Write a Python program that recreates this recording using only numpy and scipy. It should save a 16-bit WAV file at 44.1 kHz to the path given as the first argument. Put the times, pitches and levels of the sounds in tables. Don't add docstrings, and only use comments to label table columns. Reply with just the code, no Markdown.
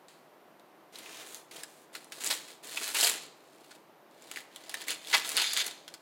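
import sys
import numpy as np
from scipy import signal
from scipy.fft import rfft, irfft, next_fast_len
from scipy.io import wavfile
from scipy.ndimage import uniform_filter1d

SR = 44100
rng = np.random.default_rng(int(sys.argv[2]) if len(sys.argv) > 2 else 0)


def wav_out(sig):
    wavfile.write(sys.argv[1], SR, np.round(np.clip(np.atleast_2d(sig).T, -1, 1) * 32767).astype(np.int16))


N = 265305

# frequency in Hz, level in dB.
HUSK_TONE = [(100, -41), (200, -28), (400, -10.5), (750, -4), (1100, -3), (1900, 1.5), (2900, 1.5),
             (4300, 3), (5600, -9), (8000, -12), (16000, -43)]
FIBRE_TONE = [(1500, -82.5), (4000, -11.5), (5500, -7.5), (7200, 3), (10000, 1), (12500, -4.5),
              (16000, -9.5)]
# start in seconds, length in seconds, final level in dB, swell in dB, brightness in dB.
HUSK_PULLS = [(1.92, 0.033, -52.5, 11, -0.5), (2.0, 0.26, -65, 12, 2), (2.12, .07, -56, 2, 0.5),
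              (2.195, 0.13, -39, 11.5, 1.5), (2.38, .13, -54.5, 22.5, -0.5), (2.625, 0.28, -42, 11, 1),
              (2.935, 0.14, -33, 6, 2.5), (3.1, 0.15, -57, -2.5, -12), (3.35, 0.4, -64.5, 11, -1.5),
              (4.1, 0.285, -52, 22.5, -3), (4.5, 0.32, -50, 18, -4.5), (4.865, 0.034, -41.5, 5, -2),
              (5.0, .17, -35, 30, -3.5), (5.245, 0.082, -44, 0.5, 1.5), (5.34, 0.059, -32, 7, -13.5),
              (5.53, 0.14, -45, 0.5, -5), (5.78, .16, -68, 5, -6)]


def amp(db):
    return 10 ** (np.asarray(db) / 20)


def unit(x):
    return x / np.sqrt(np.mean(x ** 2) + 1e-20)


def along(points, hz):
    frequencies, values = np.transpose(points)
    return np.interp(np.log(hz + 1), np.log(frequencies), values)


def add(track, start, sound):
    part = track[max(0, round(start * SR)):][:len(sound)]
    part += sound[:len(part)]


def filtered(x, gain):
    size = next_fast_len(N + SR // 4)
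    return irfft(rfft(x, size) * gain(np.fft.rfftfreq(size, 1 / SR)), size)[..., :N]


def body(x, tone, size=4096):
    cepstrum = irfft(np.log(amp(along(tone, np.fft.rfftfreq(size, 1 / SR)))))
    cepstrum[1:size // 2] *= 2
    cepstrum[size // 2 + 1:] = 0
    response = irfft(np.exp(rfft(cepstrum)))
    return signal.fftconvolve(x, response / np.linalg.norm(response))[:N]


def grains(per_s, spread_db, life_s, hiss):
    hits = rng.random(N) < per_s / SR
    energy = hits * amp(spread_db * np.clip(rng.standard_normal(N), -2, 2)) ** 2
    energy = signal.lfilter([1], [1, -np.exp(-1 / (life_s * SR))], energy)
    energy /= np.abs(uniform_filter1d(energy, size=1100)) + energy.mean() / 20
    return unit(np.sqrt(energy + hiss) * rng.standard_normal(N))


def strokes(rows, attack_s=0.014, release_db_per_s=244.5):
    gain, treble = np.zeros((2, N))
    for start, length, db, swell_db, bright_db in rows:
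        t = np.arange(N) / SR - start
        rise_db = swell_db * (np.clip(t / length, 0, 1) - 1)
        fall_db = release_db_per_s * np.maximum(t - length, 0)
        stroke = np.clip(t / attack_s, 0, 1) * amp(db + rise_db - fall_db)
        gain += stroke
        treble += amp(bright_db) * stroke
    return gain, treble


def leaf_ring(t, hz, cycles):
    swing = np.sin(2 * np.pi * hz * t) * np.exp(-t * hz / cycles) * (1 - np.exp(-2 * t * hz))
    speed = np.gradient(swing)
    return speed / np.abs(speed).max()


def room_noise(level_db=-59):
    # frequency in Hz, level in dB.
    air_tone = [(15, -70), (25, -37.5), (92, -33.5), (149, -10.5), (263, -9.5), (326, -3.5), (489, -8),
                (575, -4.5), (1070, -9), (1330, -13), (1440, -14), (2480, -20), (7920, -34), (14800, -29),
                (16000, -49)]
    air = filtered(rng.standard_normal(N), lambda hz: amp(along(air_tone, hz)))
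    return amp(level_db) * unit(air)


def steel_clink(bright_db=-2, ring_db=3, life_s=0.075):
    # start in seconds, level in dB.
    touches = [(0.084, -54.5)]
    # frequency in Hz, level in dB.
    steel_notes = [(3130, -11), (3850, -14), (4450, -11), (6830, -14), (7740, -16)]
    t = np.arange(SR // 2) / SR
    chord = sum(amp(db) * np.sin(2 * np.pi * hz * t) for hz, db in steel_notes)
    wash, rings = np.zeros((2, N))
    for start, db in touches:
        fade = amp(db - 7) * np.exp(-t / life_s)
        add(wash, start, fade * rng.standard_normal(len(t)))
        add(rings, start, fade * chord)
    return body(wash, HUSK_TONE) + amp(bright_db) * body(wash, FIBRE_TONE) + amp(ring_db) * rings


def rib_snaps(cycles=2.15, crack_s=0.0006, splinter_s=0.0064, fizz_db=-4):
    # start in seconds, level in dB, pitch in Hz,
    # then the dB added to that level for the crack and for the splinters.
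    ribs = [(.084, -40.5, 4000, -3, -26), (.597, -44, 3750, -3, -23), (.987, -37, 3220, 8.5, -7),
            (1.061, -31, 2500, -20, -22), (1.346, -29, 6400, 5, -16), (1.635, -31.5, 1690, 9, -13),
            (1.952, -26.5, 2120, -1.5, -14), (2.045, -34, 10300, -1, -32), (2.121, -29, 4100, -9, -8),
            (2.216, -26, 6800, -9, -16), (2.239, -22, 7030, 0, -34), (2.245, -15, 6960, -2, -27.5),
            (2.274, -13, 6800, -9, -28), (2.3094, -14, 3840, -4.5, -14.5), (2.3265, -19, 4000, -9, -16),
            (2.774, -12, 2560, -7.5, -32.5), (2.842, -14.5, 10200, -3.5, -21.5),
            (3.0105, -10, 5000, 0, -27), (3.0294, -9.5, 2840, -10.5, -24), (3.0461, -5, 4460, -20, -37.5),
            (3.0961, -7, 7270, 0.5, -24.5), (4.223, -33.5, 7250, -7, -23), (4.314, -27.5, 2740, 4, -12),
            (4.36, -24.5, 2200, -12, -17), (4.3726, -20.5, 1870, -8.5, -22), (4.561, -27.5, 3320, 0, -16.5),
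            (4.695, -27, 4640, 0.5, -12), (4.742, -19.5, 1790, -5.5, -12.5), (4.81, -27.5, 3770, -4, -22),
            (4.8833, -19.5, 2060, 2.5, -20.5), (4.906, -18, 3200, 3, -22), (5.048, -28.5, 3600, -13, -30),
            (5.072, -24.5, 3520, -4, -19.5), (5.114, -24, 3200, -4.5, -13), (5.1465, -8.5, 4080, -8, -17.5),
            (5.248, -18.5, 3700, -12, -19.5), (5.292, -14.5, 10600, -4.5, -24),
            (5.3684, -8.5, 4470, -0.5, -22.5), (5.5744, -17, 1970, 3.5, -31), (5.6667, -24, 4400, -8, -19),
            (5.711, -26, 3940, -12, -17.5), (5.879, -29.5, 3340, -8, -13.5), (5.94, -27, 4870, -4.5, -16)]
    t = np.arange(SR // 40) / SR
    rings, cracks, splinters = np.zeros((3, N))
    for start, db, hz, crack_db, splinter_db in ribs + thin_ribs():
        crack = rng.choice([-1, 1], len(t)) * np.exp(-t / crack_s)
        splinter = rng.standard_normal(len(t)) * np.exp(-t / splinter_s)
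        add(rings, start, amp(db - 5.5) * leaf_ring(t, hz, cycles))
        add(cracks, start, amp(db + crack_db + 4.5) * crack / np.linalg.norm(crack))
        add(splinters, start, amp(db + splinter_db) * splinter)
    return rings + body(cracks + amp(fizz_db) * splinters, FIBRE_TONE) + body(splinters, HUSK_TONE)


def hand_rubbing(grip_db=-53.5, firm_pull_db=-41):
    # start in seconds, length in seconds, final level in dB, swell in dB, brightness in dB.
    rubs = [(.92, 0.3, -48.5, 8.5, -2.5), (1.25, 0.12, -54.5, 3.5, 3), (1.51, 0.091, -50.5, 5, -1.5),
            (1.67, 0.16, -68, 1, 3.5)]
    # frequency in Hz, level in dB.
    palm_tone = [(100, -19), (300, -17), (600, -5.5), (1100, 1.5), (2000, 2.5), (3500, 3), (5300, -4),
                 (8000, -2), (16000, -37)]
    cob_tone = [(40, -38), (100, -24.5), (160, -11.5), (320, 0.5), (650, -2.5), (1000, -8), (2000, -32.5)]
    rub, treble = strokes(rubs)
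    pull, _ = strokes(HUSK_PULLS)
    slide = grains(per_s=3300, spread_db=10.5, life_s=0.00067, hiss=0.92)
    effort = (rub + pull) / amp(firm_pull_db)
    shift = amp(grip_db) * np.sqrt(effort) * grains(per_s=100, spread_db=7.5, life_s=0.0017, hiss=0.76)
    return body(rub * slide, palm_tone) + body(treble * slide, FIBRE_TONE) + body(shift, cob_tone)


def leaf_rips(husk_db=-3, ring_db=-4, fizz_db=1, sharpness=8):
    # start in seconds, length in seconds, level in dB, brightness in dB, pitch in Hz.
    strips = [(.955, .01, -44.5, -9, 3900), (1.51, 0.01, -50.5, -0.5, 2100), (1.56, 0.011, -51.5, 2, 2980),
              (1.631, .008, -44, -5, 4960), (1.949, .008, -41.5, -9, 1410), (2.258, 0.015, -35, 1.5, 4540),
              (2.3, 0.018, -29.5, -9, 3700), (2.766, 0.017, -35.5, -16, 2350),
              (2.945, 0.033, -31.5, -19, 2600), (2.99, 0.037, -33, -2, 3800), (3.025, 0.032, -34, 5.5, 687),
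              (3.707, .014, -53, -5.5, 1560), (5.129, 0.03, -22.5, -13, 2060),
              (5.131, 0.024, -29.5, -10, 1030), (5.532, 0.0064, -35.5, 6.5, 4380),
              (5.662, 0.0093, -42, 8.5, 4400)]
    t = np.arange(SR // 20) / SR
    bursts, fizz, rings = np.zeros((3, N))
    breaks = grains(per_s=900, spread_db=3.5, life_s=0.00055, hiss=0.95)
    for k, (start, length, db, bright_db, hz) in enumerate(strips):
        swell = np.sqrt(np.abs(np.sin(np.pi * np.minimum(t / length, 1))))
        burst = amp(db) * swell * breaks[k * len(t):][:len(t)]
        ring = signal.lfilter(*signal.iirpeak(hz, sharpness, SR), burst)
        add(bursts, start, burst)
        add(fizz, start, amp(bright_db) * burst)
        add(rings, start, ring * np.linalg.norm(burst) / np.linalg.norm(ring))
    husk = amp(husk_db) * body(bursts, HUSK_TONE)
    return husk + amp(ring_db) * rings + amp(fizz_db) * body(fizz, FIBRE_TONE)


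def husk_tearing():
    pull, treble = strokes(HUSK_PULLS)
    fibres = grains(per_s=560, spread_db=3.6, life_s=0.0006, hiss=0.26)
    return body(pull * fibres, HUSK_TONE) + body(treble * fibres, FIBRE_TONE)


def thin_ribs(per_s=35, over_pull_db=13, scatter_db=3.5, hz=3780, crack_db=3.5, splinter_db=-10):
    pull, _ = strokes(HUSK_PULLS)
    starts = np.cumsum(rng.exponential(1, 400)) / per_s
    chance = np.clip(rng.standard_normal((len(starts), 2)), -2, 2)
    rows = []
    for start, (size, pitch) in zip(starts, chance):
        if start < N / SR:
            db = 20 * np.log10(pull[int(start * SR)] + 1e-9) + over_pull_db + scatter_db * size
            rows.append((start, db, hz * np.exp(0.49 * pitch), crack_db, splinter_db))
    return rows


def slips(slide, jitter=0.12, scatter_db=0.1):
    start, length, db, fade_db, per_s, first_hz, last_hz = slide
    timing, level, pitch = rng.standard_normal((128, 3))[:int(length * per_s)].T
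    progress = (np.arange(len(timing)) + jitter * timing) / (length * per_s)
    size = amp(db - fade_db * progress + scatter_db * level) * np.sqrt(SR / per_s)
    hz = (first_hz + (last_hz - first_hz) * progress) * np.exp(jitter * pitch)
    return zip(start + length * progress, size, hz)


def leaf_creaks(flick_db=-5, scrape_db=-5, scrape_s=0.0022, ring_db=-3):
    # start in seconds, length in seconds, first level in dB,
    # fade in dB, slips per second, first pitch in Hz, last pitch in Hz.
    slides = [(4.883, 0.055, -36.5, 3.9, 200.4, 2600, 2950), (5.374, 0.21, -29, 12.3, 204.5, 2500, 4830),
              (5.566, .06, -29.5, 2.2, 220.1, 3230, 3630)]
    # frequency in Hz, level in dB.
    leaf_tone = [(150, -36), (500, -20.5), (1000, -14), (1500, -4), (2200, -0.5), (2900, 1), (3550, 2.5),
                 (4400, -3), (5500, -9), (7000, -3.5), (9000, -15), (11000, -6), (13000, -26),
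                 (16000, -18.5)]
    # frequency in Hz, width in Hz, level in dB.
    leaf_notes = [(2310, 210, -20), (3540, 70, -7), (4210, 116, -8), (4670, 93, -11), (6370, 700, -12.5)]
    t = np.arange(SR // 100) / SR
    flicks, scrapes = np.zeros((2, N))
    for slide in slides:
        for start, size, hz in slips(slide):
            flick = leaf_ring(t, hz, cycles=2)
            scrape = rng.choice([-1, 1], len(t)) * np.exp(-t / scrape_s)
            add(flicks, start, size * flick / np.linalg.norm(flick))
            add(scrapes, start, size * scrape / np.linalg.norm(scrape))
    chord = np.zeros(len(t))
    for hz, width, db in leaf_notes:
        fade = np.sqrt(4 * np.pi * width / SR) * np.exp(-np.pi * width * t)
        chord += amp(db) * fade * np.cos(2 * np.pi * hz * t)
    chord[0] /= 2
    rings = signal.fftconvolve(scrapes, chord)[:N]
    return amp(flick_db) * flicks + amp(scrape_db) * body(scrapes, leaf_tone) + amp(ring_db) * rings


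def kitchen_echo(x, near_db=-9, tail_db=-13, count=9):
    # frequency in Hz, seconds to fade by 60 dB.
    fade_times = [(200, 0.94), (1000, 0.55), (3000, 0.6), (6000, 0.58), (10000, 0.4), (16000, 0.28)]
    hz, t, noise = signal.stft(rng.standard_normal(SR * 3 // 4), SR, nperseg=256)
    fade = amp(-60 * t / along(fade_times, hz)[:, None])
    _, tail = signal.istft(noise * fade, SR, nperseg=256)
    tail *= 1 - np.exp(-np.arange(len(tail)) / SR / 0.003)
    near = np.zeros(len(tail))
    delays_s = rng.uniform(0.001178, 0.012, count)
    near[(delays_s * SR).astype(int)] = rng.choice([-1, 1], count) / np.sqrt(delays_s)
    echo = amp(near_db) * near / np.linalg.norm(near) + amp(tail_db) * tail / np.linalg.norm(tail)
    return signal.fftconvolve(x, echo)[:N]


def scene():
    # frequency in Hz, gain of the side hiss in dB.
    width = [(2500, -72.5), (4000, -51.5), (5000, -18.5), (8000, -22), (11000, -12.5), (14000, -9.5)]
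    husking = husk_tearing() + leaf_rips() + rib_snaps() + leaf_creaks()
    hands = hand_rubbing()
    husking += kitchen_echo(husking)
    hands += kitchen_echo(hands)
    middle = husking + hands + steel_clink() + room_noise()
    treble = filtered(husking, lambda hz: hz > 7000)
    loudness = np.sqrt(np.abs(uniform_filter1d(treble ** 2, size=512)))
    side = filtered(loudness * rng.standard_normal(N), lambda hz: amp(along(width, hz)))
    return np.array([middle + side, middle - side])


def record(dry):
    return filtered(dry, lambda hz: hz < 16000)


dry = scene()
out = record(dry)
wav_out(out)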